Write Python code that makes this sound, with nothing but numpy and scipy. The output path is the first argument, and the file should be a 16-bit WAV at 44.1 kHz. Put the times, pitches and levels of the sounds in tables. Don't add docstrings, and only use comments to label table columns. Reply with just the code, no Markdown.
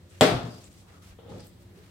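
import sys
import numpy as np
from scipy import signal
from scipy.fft import rfft, irfft
from scipy.io import wavfile

SR = 44100
rng = np.random.default_rng(int(sys.argv[2]) if len(sys.argv) > 2 else 0)


def put_to_file(sound):
    columns = np.atleast_2d(sound).T
    safe = np.clip(columns, -1, 1)
    whole_steps = np.round(safe * 32767)
    wavfile.write(sys.argv[1], SR, whole_steps.astype(np.int16))


def ratio(d):
    e = np.asarray(d, float) / 20
    return 10 ** e


N = 83790
T = np.arange(N) / SR
F = np.maximum(np.fft.rfftfreq(N, 1 / SR), 1)


def level(x, db):
    return x * ratio(db) / np.sqrt(np.mean(x ** 2))


def curve(table):
    hz = [row[0] for row in table]
    values = [row[1] for row in table]
    return np.interp(np.log(F), np.log(hz), values)


def pan(db):
    return ratio(np.array([[db], [-db]]) / 2)


# pitch_hz, likeness (0-1)
LIKENESS = [(60, 1), (250, 0.87), (600, 0.5), (1200, 0.1), (4000, 0), (12000, .05)]


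def noise(gain):
    like = np.clip(curve(LIKENESS), 0, 1)
    white = rfft(rng.standard_normal((2, N)))
    mid, side = white * gain * np.sqrt([1 + like, 1 - like])
    return irfft(np.array([mid + side, mid - side]), N) * pan(0.27)


def hump(hz, octaves):
    return np.exp(-2 * (np.log2(F / hz) / octaves) ** 2)


def walk(rate_hz):
    spectrum = rfft(rng.standard_normal(N)) * np.exp(-(F / rate_hz) ** 2)
    return level(irfft(spectrum, N), 0)


def ring(modes, start_s):
    t = np.maximum(T - start_s, 0)
    rise = 1 - np.exp(-t / 0.00025)
    total = 0
    for k, (hz, db, t60) in enumerate(modes):
        total = total + (-1) ** k * ratio(db - 60 * t / t60) * np.sin(2 * np.pi * hz * t)
    return rise * total


# pitch_hz, density_db (per Hz)
AIR = [(18, -57), (30, -10.5), (58, -7.5), (103, -2), (145, -15), (554, -21), (937, -30.5), (1220, -29.5),
       (16000, -44.5)]
# pitch_hz, width_hz, level_db
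HUM = [(91, 5.3, -59.5), (182.4, 22, -62.5), (281, 12, -72.5), (346.2, 5.9, -68)]


def air():
    tone = 0
    for hz in 30 * 2. ** np.arange(10):
        tone = tone + noise(ratio(curve(AIR)) * hump(hz, 1)) * ratio(1.3 * walk(4))
    hum = sum(level(noise(1 / (1 + ((F - hz) / width) ** 4)), db) for hz, width, db in HUM)
    return level(tone, -56) + hum


# start_s, length_s,
# level_db, centre_hz, width_octaves
RUSTLES = [(0.094, .12, -69.5, 6480, 1.34), (0.492, 0.11, -64.5, 4880, 0.11),
           (0.643, 0.023, -63, 7800, 0.22), (0.874, 0.11, -64.5, 630, 3.7), (0.93, .12, -69, 1260, 0.26),
           (1.017, 0.1, -65.5, 3740, 2.8), (1.292, .18, -64.5, 3370, 1.8), (1.44, 0.0593, -68, 10700, 1.5),
           (1.6, .04, -70.5, 4080, 3), (1.752, .2, -67.5, 1200, 3.54), (0.447, 0.24, -63, 3600, 2.07),
           (0.706, 0.123, -67, 3770, 2.2), (1.391, .03, -65.5, 4700, 0.38), (0.32, 0.088, -43.5, 46.5, 1.4),
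           (1.09, 0.067, -51, 42.3, 0.69), (1.326, .14, -62, 49, .8), (0.107, 0.11, -66.5, 2040, 1.6),
           (1.029, 0.11, -64, 990, 3), (1.19, 0.074, -65, 693, 1.6), (1.723, 0.107, -63.5, 395, 0.39)]


def rustles():
    total = 0
    for start, length, db, hz, width in RUSTLES:
        rise = 1 + np.tanh((T - start) / 0.0054)
        fall = 1 - np.tanh((T - start - length) / 0.01)
        friction = noise(hump(hz, width)) * ratio(1.2 * walk(90))
        total = total + level(friction, db) * 0.33 * rise * fall
    return total


# start_s, peak_db, pitch_hz
TICKS = [(0.1018, -46, 8000), (0.643, -36.5, 7060), (0.655, -60.5, 8000), (0.71, -50, 7640),
         (.729, -45.5, 8320), (0.741, -51, 14500), (0.786, -52, 7500), (1.385, -48, 13000),
         (1.404, -40.5, 4900), (1.4049, -41.5, 8420), (1.427, -50, 3780), (1.446, -51, 13000),
         (1.464, -51, 8400), (1.469, -43.5, 8000), (1.4695, -38.5, 13000), (1.481, -44.5, 8000),
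         (1.1872, -47.5, 3220), (1.2615, -53, 3000), (1.279, -50, 3300)]


def ticks():
    t60_s = 0.003
    return sum(ring([(hz, db, t60_s), (1.25 * hz, db - 10, t60_s)], start) for start, db, hz in TICKS)


# centre_hz, level_db, t60_s
ROOM = [(112.3, -19, 1), (250, -4, 0.61), (509, 0.5, 0.54), (1170, -6, 0.56), (2110, -5, 0.42),
        (3510, -6.5, 0.49), (5050, -19, 0.34), (7800, -15.5, 0.4), (12300, -26, 0.2), (15500, -27, .42)]


def room(x):
    t = T - 0.0018
    tail = sum(level(noise(hump(hz, 0.93)), db) * ratio(-60 * t / t60) for hz, db, t60 in ROOM)
    tail = tail * np.clip(t / 0.0021, 0, 1) * ratio(-13)
    return signal.fftconvolve(x[None], tail, axes=1)[:, :N]


# start_s, blow_db, crack_db, contact_ms
BLOWS = [
    (.2098, -7, -6.5, 0.81),
    (.221, -14, -25.5, 1.17),
    (0.314, -12, -38, 3.9),
    (0.346, -13.5, -57, 4),
    (.432, -14.5, -42, 4.83),
    (.475, -24, -54, 4.15),
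]
# pitch_hz, level_db, t60_s
TABLE = [(121.9, -4, 0.2), (170.7, -5, 0.18), (230, -9, 0.2), (258, -12, 0.2), (420, -2, 0.26),
         (458, -8, 0.19), (528, -3.5, 0.15), (618.7, 2.5, 0.18), (744.5, 3, 0.0785), (778.3, -6.5, 0.16),
         (941, -21, 0.27), (1200, -4.5, 0.036), (1873, 7.5, 0.057)]
# pitch_hz, level_db, t60_s
WALL = [(679, 1, 0.026), (1417, -12, 0.02), (3284, 1, 0.0088), (4052, -6, 0.0041), (4750, -12.5, .01),
        (7500, -1, 0.0046), (12500, -19, .005)]


def blows():
    push, snap = np.zeros(N), np.zeros(N)
    for start, blow_db, crack_db, contact_ms in BLOWS:
        shape = np.sin(np.pi * np.clip((T - start) / (contact_ms / 1000), 0, 1)) ** 2
        push += ratio(blow_db) * shape / shape.sum()
        snap[int(start * SR)] += ratio(crack_db)
    table = signal.fftconvolve(push, ring(TABLE, 0) / 3)[:N]
    wall = -signal.fftconvolve(snap, ring(WALL, 0))[:N]
    return table, wall, snap


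# centre_hz, level_db, t60_s, width_octaves
SHIVER = [(3300, -26.5, 0.12, 0.14), (4600, -31.5, 0.096, 0.27), (8000, -34, 0.11, 0.23)]


def shiver():
    t = T - BLOWS[0][0]
    total = 0
    for hz, db, t60, width in SHIVER:
        total = total + level(noise(hump(hz, width)), db) * ratio(-60 * np.maximum(t, 0) / t60)
    return (t > 0) * total


# start_s, level_db, tilt_db (per octave)
TAPS = [
    (1.188, -41.5, -5.5),
    (1.261, -43, -4.5),
    (1.321, -44, 4.5),
]
# pitch_hz, level_db, t60_s
BASE = [(480, -2.5, 0.083), (780, -9, 0.044), (890, -10.5, 0.043), (1243, -8.5, 0.018)]


def taps():
    total = 0
    for start, db, tilt in TAPS:
        modes = [(hz, db + mode_db + tilt * np.log2(hz / 500), t60) for hz, mode_db, t60 in BASE]
        total = total + ring(modes, start)
    return total


# pitch_hz, density_db (per Hz)
SLIDE = [(35, -33.5), (60, -18), (97, -1), (273, -7), (304, -13), (533, -8.5), (643, -16.5), (800, -18.5),
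         (2500, -30.5), (3250, -62), (5500, -120)]
# pitch_hz, width_hz, level_db
DRAG = [(98, 14.5, 8), (190, 23, -1.5), (289, 56, -11.5), (510, 230, -12), (819, 60, -13.5),
        (1270, 80, -24)]


def slide():
    start_s, to_full_drag_s = 1.236, 0.1
    rumble = ratio(curve(SLIDE) - 5)
    ringing = sum(ratio(db) / (1 + (2 * (F - hz) / width) ** 2) for hz, width, db in DRAG)
    grainy = noise(rumble + ringing) * ratio(1 * walk(42))
    u = np.maximum(T - start_s, 0) / to_full_drag_s
    return level(grainy, -43) * u * np.exp(0.5 - 0.5 * u ** 2)


def scene():
    table, wall, snap = blows()
    tick, tap = ticks(), taps()
    near = table * pan(2) + (wall + tick + tap) * pan(5)
    into_room = snap + ratio(-45) * table + ratio(-37) * wall + ratio(-12) * tick + ratio(-40) * tap
    wet = room(into_room) * pan(3.2)
    return near + wet + slide() + rustles() + air() + shiver()


def low_pass(x):
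    return signal.sosfilt(signal.butter(12, 16460, fs=SR, output="sos"), x)


def record(dry):
    x = signal.sosfilt(signal.butter(3, 58, "high", fs=SR, output="sos"), dry)
    port_hz, port_width_hz = 8000, 570
    x = x + ratio(-11.5) * signal.lfilter(*signal.iirpeak(port_hz, port_hz / port_width_hz, fs=SR), x)
    x = np.tanh(1.278 * x) / 0.98
    x = signal.sosfilt(signal.ellip(8, 0.3, 50, 15900, fs=SR, output="sos"), x)
    return low_pass(x)


dry = scene()
out = record(dry)
put_to_file(out)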